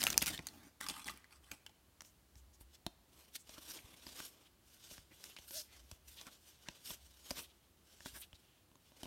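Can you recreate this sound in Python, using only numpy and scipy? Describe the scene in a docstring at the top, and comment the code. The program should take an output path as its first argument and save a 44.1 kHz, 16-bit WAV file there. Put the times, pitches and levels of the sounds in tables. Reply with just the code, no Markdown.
"""A foil wrapper crackles close by as it is crumpled off a pack of trading cards: creases buckle
and the sheet flaps. Tossed aside, it lands and settles. Then a thumb slides the cards one by one
from hand to hand: paper fibres hiss over each other, edges flick free and tap the stack.
Behind it, a quiet small room with a faint low hum."""
import sys
import numpy as np
from scipy import signal
from scipy.fft import rfft, irfft, next_fast_len
from scipy.io import wavfile
from scipy.ndimage import map_coordinates

SR = 44100
rng = np.random.default_rng(int(sys.argv[2]) if len(sys.argv) > 2 else 0)


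def generate_wav(signal):
    """Clip the signal to [-1, 1] and save it as 16-bit WAV at the path in sys.argv[1]."""
    frames = np.transpose(np.atleast_2d(signal))
    scaled = np.clip(frames, -1, 1) * 32767
    pcm = np.round(scaled).astype(np.int16)
    wavfile.write(sys.argv[1], SR, pcm)


N = 399574

# card sliding on card: fastest_s, rise_s, fall_s, rub_db, edge_db, hollow_db
CARD_STROKES = [(2.06, .04, .07, -78, -73, -91), (2.385, 0.031, .03, -78, -74, -88),
                (2.61, 0.0066, 0.014, -66, -59, -78), (2.755, 0.027, 0.007, -64, -71, -85.5),
                (3.191, 0.053, 0.086, -66.5, -68, -68.5), (3.362, 0.013, 0.0063, -45, -46, -77),
                (3.51, 0.035, 0.1, -62, -66, -66), (3.711, 0.087, 0.062, -53, -54, -61.5),
                (3.78, 0.055, 0.012, -57, -71, -61), (3.92, 0.13, 0.11, -66.5, -69, -65.5),
                (4.066, 0.069, 0.15, -57.5, -62, -63.5), (4.2, 0.035, 0.038, -51.5, -56, -58),
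                (4.255, 0.042, 0.04, -57.5, -56, -69), (4.419, 0.21, 0.072, -73.5, -78, -71.5),
                (4.68, 0.031, .05, -69, -71, -86), (4.745, .03, .05, -65.5, -69, -88),
                (4.922, 0.091, 0.064, -55, -61, -68), (5.26, 0.091, 0.08, -58.5, -62.5, -66.5),
                (5.39, .01, .015, -60, -66, -72), (5.425, 0.014, 0.027, -63.5, -76, -73),
                (5.573, 0.065, 0.043, -51, -47.5, -76), (5.76, 0.14, 0.076, -66.5, -73.5, -74.5),
                (5.92, 0.066, 0.045, -67, -70, -74.5), (6.085, .02, 0.13, -62.5, -62.5, -80.5),
                (6.21, 0.047, .08, -62.5, -67, -65), (6.275, .015, .03, -64, -71, -63),
                (6.33, .04, 0.034, -61.5, -67.5, -70), (6.505, 0.075, 0.017, -63, -65.5, -77),
                (6.69, 0.16, 0.28, -65.5, -74, -73.5), (6.876, 0.033, 0.029, -51.5, -52.5, -74),
                (6.91, 0.032, 0.023, -49, -48.5, -58.5), (7.02, 0.12, 0.39, -70.5, -75, -84),
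                (7.305, 0.072, 0.048, -55.5, -59.5, -66), (7.386, 0.029, 0.034, -49, -52.5, -54),
                (7.425, 0.036, 0.021, -66, -52.5, -78), (7.93, 0.082, 0.16, -68, -74, -78),
                (8.03, 0.034, 0.048, -62, -68, -74), (8.07, 0.014, 0.043, -52.5, -56.5, -66),
                (8.165, 0.025, 0.036, -57, -54.5, -62), (8.215, 0.031, 0.02, -67, -53, -71.5),
                (8.4, 0.088, 0.077, -77, -79, -84), (8.89, 0.054, 0.017, -70.5, -77.5, -79),
                (9.04, 0.073, .1, -62, -67, -65.5)]
# card faces rubbing: freq_hz, gain_db
RUB_SPECTRUM = [(700, -14), (1200, -17), (1500, -3), (1850, -9.5), (2400, -7.5), (2850, -4), (3500, 0),
                (4400, -3), (5600, -1), (7500, -5.5), (8500, -6), (10000, -14.5), (13000, -56)]
# card edge hissing: freq_hz, gain_db
EDGE_SPECTRUM = [(3000, -52), (7000, -15), (9000, -2), (10400, -7), (12000, -1), (14000, -6),
                 (16000, -14.5)]
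# hollow of the cupped hands: freq_hz, gain_db
HOLLOW_SPECTRUM = [(40, -37), (100, 0), (330, 4.5), (600, 1.5), (950, -0.5), (1200, 0.5), (1500, -13),
                   (2200, -3), (3500, -2.5), (8000, -71)]
# edges flicking and tapping: start_s, level_db, pitch_hz, tick_db, knock_db
CARD_FLICKS = [(2.007, -36.5, 5780, -52, -85), (2.019, -44, 5780, -45, -76.5),
               (2.049, -49.5, 5550, -66, -83), (2.355, -50.5, 5570, -62, -85),
               (2.61, -54, 4400, -63, -75.5), (2.865, -26.5, 3760, -33.5, -52),
               (3.355, -37, 5160, -54, -93), (3.493, -40.5, 5460, -58, -69), (3.581, -43, 2920, -63, -67.5),
               (4.067, -36, 4800, -54, -65.5), (4.202, -34.5, 1560, -53.5, -66),
               (4.912, -56, 5980, -61.5, -68.5), (4.98, -41.5, 1580, -65, -75.5),
               (5.24, -36.5, 5530, -40.5, -83), (5.365, -38.5, 2200, -66, -82),
               (5.387, -40, 3200, -52.5, -76), (5.508, -39, 5500, -46, -71.5), (5.914, -38, 5530, -40, -71),
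               (6.213, -37, 3870, -55, -82), (6.268, -40.5, 1500, -47, -69.5),
               (6.686, -29.5, 2550, -51, -60.5), (6.905, -36.5, 3440, -51.5, -64),
               (7.307, -26.5, 4770, -34.5, -65), (7.311, -30.5, 5030, -37, -55.5),
               (8.005, -42, 1780, -62, -78), (8.059, -35, 1480, -54.5, -60), (8.067, -40, 3480, -41, -71),
               (8.33, -44, 2930, -64, -78), (8.715, -61, 2970, -71, -80.5), (8.919, -59, 2870, -73, -77),
               (8.755, -53.5, 6830, -69, -77.5), (9.032, -35, 3020, -41, -59),
               (9.055, -45, 3030, -61, -63.5)]
# stack held in the palm: mode_hz, gain_db, t60_s
STACK_MODES = [(130, -20.5, 0.066), (200, -0.5, 0.033), (276, -1, 0.044), (357, -2.5, 0.067),
               (603, 4, 0.019), (920, 2.5, 0.016)]
# a corner or the thumb dragging: centre_s, half_length_s, pitch_hz, level_db
CARD_SCRAPES = [(2.068, 0.053, 6600, -71.5), (2.384, .042, 6830, -74.5), (2.547, 0.025, 6200, -72),
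                (3.407, 0.033, 7520, -67.5), (3.576, 0.024, 1240, -65.5), (3.79, 0.011, 2500, -61),
                (4.468, .02, 3060, -71), (5.115, .02, 315, -69), (5.122, 0.027, 2090, -70),
                (5.315, 0.025, 2940, -66.5), (5.372, 0.013, 2600, -58), (5.58, 0.066, 5500, -50.5),
                (5.735, 0.1, 1990, -75), (6.189, .029, 3340, -59), (6.276, 0.029, 1370, -65),
                (6.675, .031, 1650, -65.5), (7.377, 0.032, 1970, -65), (7.443, 0.033, 3290, -64),
                (7.504, 0.031, 3420, -73), (7.642, 0.05, 3200, -84), (8.16, 0.027, 1640, -63),
                (8.232, 0.026, 3260, -59), (8.355, 0.019, 3900, -67.5), (8.514, 0.23, 2994, -80.5)]
# one card chattering as it turns: time_s, pitch_hz, level_db
SQUEAK_CURVE = [(5.51, 490, -76), (5.535, 540, -66), (5.552, 600, -61), (5.57, 650, -58), (5.59, 615, -61),
                (5.61, 595, -69), (5.635, 570, -88)]
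# fingers bumping the stack: start_s, level_db
FINGER_BUMPS = [(2.362, -49), (2.61, -52), (3.844, -44.5), (4.916, -49), (4.984, -48), (5.39, -50.5),
                (5.922, -41.5), (6.691, -50), (6.909, -46), (7.31, -51), (8.131, -49), (8.332, -45)]
# foil creases buckling: start_s, level_db, pitch_hz, tick_db
FOIL_SNAPS = [(0.018, -21.5, 4290, -31.5), (0.029, -23.5, 3400, -27), (0.038, -18, 3920, -15),
              (0.068, -10, 2840, -17.5), (0.103, -20.5, 6100, -24.5), (0.129, -26, 3720, -31),
              (0.142, -29, 2450, -37), (0.178, -7.5, 5140, -7), (0.21, -32, 3400, -34),
              (0.218, -26, 2080, -43), (0.223, -24.5, 3440, -19), (0.226, -25, 2440, -32),
              (0.26, -25, 5700, -25), (0.267, -22.5, 5730, -25.5), (0.377, -30, 3750, -43),
              (0.391, -31, 1980, -61), (0.469, -31, 4300, -27.5), (0.486, -35.5, 4200, -46),
              (0.811, -29, 1940, -32.5), (0.865, -29.5, 1200, -44), (0.886, -26.5, 4830, -30),
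              (0.898, -26, 3930, -38), (0.966, -38, 1250, -54), (1.044, -37, 5500, -44),
              (1.08, -31, 1900, -38), (1.085, -27, 1840, -45), (1.096, -30.5, 1200, -49),
              (1.174, -48, 2350, -45), (1.243, -44.5, 1820, -59), (1.515, -31, 2590, -33.5),
              (1.664, -36, 2790, -47), (1.694, -50, 905, -70)]
# wrapper squeezed, swung away, skidding, settling: start_s, hold_s, crackle_db, flutter_db
FOIL_RUSTLES = [(0.002, 0.12, -44.5, -53.5), (0.124, .06, -56, -51.5), (0.219, 0.0045, -36, -44),
                (0.268, 0.019, -40.5, -52), (0.302, 0.043, -45.5, -52), (0.389, 0.01, -76, -52),
                (0.411, 0.272, -66.5, -66), (0.807, 0.061, -51, -64.5), (0.889, 0.019, -44.5, -55.5),
                (0.942, 0.072, -53, -68), (1.059, 0.044, -49.5, -58.5), (1.137, 0.026, -62.5, -66),
                (1.307, 0.051, -67.5, -78), (1.428, 0.14, -69, -91), (1.515, .012, -53, -59)]
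# foil crackle in the hand: freq_hz, gain_db
HELD_FOIL_SPECTRUM = [(290, -40.5), (500, -18.5), (659, -5), (1140, -17), (1460, -3), (2230, -2),
                      (2460, -2), (4870, -4), (5390, -2.5), (7750, -7), (14700, -9), (16000, -16)]
# foil crackle after the toss: freq_hz, gain_db
TOSSED_FOIL_SPECTRUM = [(260, -35.5), (450, -26), (800, 2), (1150, 7.5), (1800, 2.5), (3400, 2.5),
                        (5200, 0), (6900, -5), (8600, 2.5), (11000, -6), (13000, -3.5), (16000, -15)]
# whole sheet flapping: freq_hz, gain_db
FLUTTER_SPECTRUM = [(30, -11), (70, -1), (150, 0.5), (320, -0.5), (470, -11.5), (700, -9.5), (1400, -14.5),
                    (4000, -71.5)]
# wall reverberation: freq_hz, t60_s
WALL_DECAY = [(150, 0.28), (1000, 0.95), (4000, 0.66), (14000, .4)]
# steady room noise: freq_hz, gain_db
AIR_SPECTRUM = [(15, -51.5), (25, -12), (55, -0.5), (92, -0.5), (123, -4.5), (301, -7.5), (335, -5),
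                (427, -12), (575, -12), (1020, -15), (2480, -19.5), (4370, -19), (5430, -21.5),
                (14000, -22.5), (16000, -23.5)]
# swells of the low hum: start_s, hold_s, level_db
LOW_HUM_SWELLS = [(0.044, 0.25, -62), (1.067, 0.03, -67.5), (1.35, 0.074, -71), (2.37, 0.056, -62.5),
                  (2.613, .04, -65), (5.717, 0.16, -67), (6.055, 0.04, -66), (7.023, 0.048, -67),
                  (7.33, .08, -69), (8.129, 0.031, -67.5)]


def card_slides(ring_hz=2978, ring_db=-77.5):
    """Under uneven thumb pressure faces rub, the edge hisses, the card rings, cupped hands resonate."""
    shapes = [swell(fastest_s, rise_s, fall_s, roundness=1.13)
              for fastest_s, rise_s, fall_s, *_ in CARD_STROKES]
    rub_gain, edge_gain, hollow_gain = (envelope(shapes, db) for db in np.transpose(CARD_STROKES)[3:])
    pressure = amp(2.4 * wobble(70))
    on_face, on_edge = paper_friction(), paper_friction()
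    rub = rub_gain * coloured(on_face, RUB_SPECTRUM)
    edge = edge_gain * coloured(on_edge, EDGE_SPECTRUM)
    hollow = hollow_gain * coloured(on_edge, HOLLOW_SPECTRUM)
    ring = amp(ring_db) * np.sqrt(unit(rub_gain)) * narrow_noise(ring_hz, q=6)
    return pressure * (rub + edge + hollow + ring)


def paper_friction():
    """Fibres catch and slip by the thousand; now and then the cut edge snags."""
    fibres = grains(rate_hz=5000, spread_db=5) + 0.9 * rng.standard_normal(N)
    snags = 0.42 * grains(rate_hz=130, spread_db=3)
    return moving_contact(fibres + snags, depth_db=1.98)


def card_flicks(t60_s=0.014):
    """An edge snaps free, sharply if bent far; the card then slaps the stack with a dead knock."""
    out, t = np.zeros(N), np.arange(SR // 8) / SR
    for start_s, level_db, pitch_hz, tick_db, knock_db in CARD_FLICKS:
        release = 9 * amp(level_db + 20.5)
        flick = crack(level_db, pitch_hz, tick_db, t60_s, release, q=7.9, broad_gain=0.37, broad_hz=2680)
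        add(out, start_s, flick)
        knock = np.zeros(len(t))
        for mode_hz, gain_db, mode_t60_s in STACK_MODES:
            decay = amp(gain_db + rng.normal(0, 3.1) - 60 * t / mode_t60_s)
            detuned_hz = mode_hz * (1 + 0.054 * rng.normal())
            knock += decay * np.sin(2 * np.pi * detuned_hz * t)
        add(out, start_s + 0.00081, amp(knock_db) * unit(knock))
    return out


def card_scrapes(q=3.6):
    """Short swells of coarse friction excite one bending mode of a card."""
    out = np.zeros(N)
    for centre_s, half_length_s, pitch_hz, level_db in CARD_SCRAPES:
        window = np.hanning(round(2 * half_length_s * SR))
        slips = rng.laplace(size=len(window)) * window
        scrape = filtered(slips, lambda f: resonance(f, pitch_hz, q) * resonance(f, pitch_hz, q=0.16))
        add(out, centre_s - half_length_s, amp(level_db) * unit(scrape))
    return out


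def card_squeak(fade_s=0.01):
    """Stick and slip lock into a brief tone that rises and falls with card speed."""
    t = np.arange(N) / SR
    time_s, pitch_hz, level_db = np.transpose(SQUEAK_CURVE)
    jittered_hz = np.interp(t, time_s, pitch_hz) * (1 + 0.02 * wobble(200))
    inside_s = np.minimum(t - time_s[0], time_s[-1] - t)
    gate = np.clip(1 + inside_s / fade_s, 0, 1)
    return gate * amp(np.interp(t, time_s, level_db)) * np.sqrt(2) * sine(jittered_hz)


def finger_bumps(pitch_hz=90, attack_s=0.0013, t60_s=0.037):
    """Fingertips press the stack: a low, soft push."""
    out, t = np.zeros(N), np.arange(SR // 4) / SR
    bump = (1 - np.exp(-t / attack_s)) * amp(-60 * t / t60_s) * np.sin(2 * np.pi * pitch_hz * t)
    for start_s, level_db in FINGER_BUMPS:
        add(out, start_s, amp(level_db) * bump)
    return out


def foil_snaps(max_t60_s=0.011):
    """Creases pop through; the harder the pop, the shorter and cleaner it is."""
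    out = np.zeros(N)
    for start_s, level_db, pitch_hz, tick_db in FOIL_SNAPS:
        force = amp(0.5 * (level_db + 21))
        snap = crack(level_db, pitch_hz, tick_db, t60_s=max_t60_s / max(force, 1),
                     release=0.8 * force, q=8.6, broad_gain=0.19, broad_hz=3256)
        add(out, start_s, snap)
    return out


def foil_rustle(rustles, spectrum, crease_rate_hz, rise_s=0.0027, fall_s=0.019):
    """Tiny creases crackle in clumps while the whole sheet flaps."""
    shapes = [swell(start_s, rise_s, fall_s, hold_s) for start_s, hold_s, *_ in rustles]
    crackle_db, flutter_db = np.transpose(rustles)[2:]
    clumps = amp(3 * wobble(110))
    creases = clumps * (grains(crease_rate_hz, spread_db=5) + 0.6 * rng.standard_normal(N))
    crackle = coloured(moving_contact(creases, depth_db=4), spectrum)
    flutter = coloured(grains(rate_hz=700, spread_db=2), FLUTTER_SPECTRUM)
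    return envelope(shapes, crackle_db) * crackle + envelope(shapes, flutter_db) * flutter


def crack(level_db, pitch_hz, tick_db, t60_s, release, q, broad_gain, broad_hz):
    """One bending mode of a sheet over its broad response, plus a short treble tick."""
    def sheet(f):
        modes = resonance(f, pitch_hz, q) + broad_gain * resonance(f, broad_hz, q=0.39)
        return modes / (1 + (f / 8000) ** 4)

    body = slip_burst(t60_s, release, sheet)
    tick = slip_burst(0.92 * t60_s, release / 2, lambda f: resonance(f, centre_hz=9000, q=0.87) ** 2)
    return amp(level_db) * body + amp(tick_db) * tick


def slip_burst(t60_s, release, response):
    """A sudden release and a dying run of slips, through a frequency response."""
    t = np.arange(SR // 8) / SR
    decay = amp(-60 * t / max(t60_s, 0.002))
    slips = decay * rng.choice([-1, 1], len(t))
    slips[0] = 1 + release
    rms = np.sqrt(np.mean(decay ** 2)) / 2
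    return rms * unit(filtered(np.pad(slips, (8, 0)), response))


def moving_contact(x, depth_db):
    """Narrow resonances come and go as the fingers move the point of contact."""
    bins = signal.stft(x, nperseg=512)[2]
    smoothing = np.outer(np.hanning(9), np.hanning(15))
    ripple = signal.fftconvolve(rng.standard_normal(bins.shape), smoothing, "same")
    return signal.istft(bins * amp(depth_db * unit(ripple)), nperseg=512)[1][:N]


def room_echoes(x, near_db, near_t60_s, walls_db, near_cutoff_hz=7000, delay_s=0.002):
    """Desk and box reflect at once; the walls leave a faint longer tail."""
    freq_hz, t, bins = signal.stft(rng.standard_normal(SR), SR, nperseg=256)
    wall_decay = amp(-60 * t / log_interp(WALL_DECAY, freq_hz)[:, None])
    walls = signal.istft(bins * wall_decay, SR, nperseg=256)[1][:SR]
    near = rng.standard_normal(SR) * amp(-60 * np.arange(SR) / SR / near_t60_s)
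    near = filtered(near, lambda f: 1 / (1 + 1j * f / near_cutoff_hz))
    tail = amp(near_db) * near / np.linalg.norm(near) + amp(walls_db) * walls / np.linalg.norm(walls)
    return signal.fftconvolve(x, np.pad(tail, (round(delay_s * SR), 0)))[:N]


def background(hum_hz=64.7, hum_db=-80, air_db=-71, rise_s=0.03, fall_s=0.098):
    """Steady hiss and a low hum that wavers and swells."""
    hum = amp(hum_db) * narrow_noise(hum_hz, q=2.7)
    shapes = [swell(start_s, rise_s, fall_s, hold_s) for start_s, hold_s, _ in LOW_HUM_SWELLS]
    swells = envelope(shapes, np.transpose(LOW_HUM_SWELLS)[2])
    tone = unit(sine(hum_hz * (1 + 0.093 * wobble(37))))
    air = amp(air_db) * coloured(rng.standard_normal(N), AIR_SPECTRUM)
    return air + hum + swells * tone


def amp(db):
    return 10 ** (np.asarray(db) / 20)


def unit(x):
    """Scale to rms 1."""
    return x / np.sqrt(np.mean(x ** 2) + 1e-20)


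def sine(pitch_hz):
    return np.sin(2 * np.pi * np.cumsum(pitch_hz) / SR)


def log_interp(points, freq_hz):
    points_hz, values = np.transpose(points)
    return np.interp(np.log(freq_hz + 1), np.log(points_hz + 1), values)


def wobble(rate_hz):
    """Smooth random curve."""
    knots = rng.standard_normal(int(N * rate_hz / SR) + 4)
    return map_coordinates(knots, [np.arange(N) * rate_hz / SR], order=2)


def filtered(x, response):
    size = next_fast_len(len(x) + 4096)
    return irfft(rfft(x, size) * response(np.fft.rfftfreq(size, 1 / SR)), size)[:len(x)]


def coloured(x, spectrum):
    """Shape x by a spectrum; rms 1."""
    return unit(filtered(x, lambda f: amp(log_interp(spectrum, f))))


def resonance(f, centre_hz, q):
    damping = 1j * f * centre_hz / q
    return damping / (centre_hz ** 2 - f ** 2 + damping)


def narrow_noise(centre_hz, q):
    return unit(filtered(rng.standard_normal(N), lambda f: resonance(f, centre_hz, q) ** 2))


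def grains(rate_hz, spread_db):
    """Randomly timed impulses of uneven size; rms 1."""
    size = amp(spread_db * np.clip(rng.standard_normal(N), -2, 2))
    fires = rng.random(N) < rate_hz / SR
    return unit(fires * size * rng.choice([-1, 1], N))


def swell(peak_s, rise_s, fall_s, hold_s=0, roundness=1):
    """Gain every 32 samples, 10 dB down at rise_s and fall_s; roundness 1 is pointed, 2 a bell."""
    t = np.arange(0, N, 32) / SR - peak_s
    before = np.maximum(-t, 0) / max(rise_s, 0.002)
    after = np.maximum(t - hold_s, 0) / max(fall_s, 0.002)
    return amp(-10 * (before + after) ** roundness)


def envelope(shapes, levels_db):
    """Sum swells in power; one gain per sample."""
    power = sum((amp(db) * shape) ** 2 for shape, db in zip(shapes, levels_db))
    return np.interp(np.arange(N), np.arange(0, N, 32), np.sqrt(power))


def add(track, start_s, sound):
    part = track[max(round(start_s * SR), 0):][:len(sound)]
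    part += sound[:len(part)]


def scene(toss_s=0.46):
    """Wrapper, then cards; the tossed wrapper lies further off, so more of it arrives as echo."""
    held = [row for row in FOIL_RUSTLES if row[0] < toss_s]
    tossed = [row for row in FOIL_RUSTLES if row[0] >= toss_s]
    foil = foil_snaps() + foil_rustle(held, HELD_FOIL_SPECTRUM, crease_rate_hz=1900)
    foil += foil_rustle(tossed, TOSSED_FOIL_SPECTRUM, crease_rate_hz=2300)
    cards = card_flicks() + card_slides() + card_scrapes() + card_squeak() + finger_bumps()
    away = np.arange(N) / SR > toss_s
    close, distant = foil * ~away + cards, foil * away
    echoes = room_echoes(close, near_db=-18.5, near_t60_s=0.12, walls_db=-23.5)
    echoes += room_echoes(distant, near_db=-11.5, near_t60_s=0.057, walls_db=-17)
    return close + distant + echoes + background()


def record(dry, low_hz=42, top_hz=16000):
    """A small microphone drops the deepest bass; a steep band limit cuts the top."""
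    def response(f):
        low_cut = -f * f / (low_hz ** 2 - f * f + 1j * f * low_hz)
        return low_cut / np.sqrt(1 + (f / top_hz) ** 160)

    return filtered(dry, response)


dry = scene()
out = record(dry)
generate_wav(out)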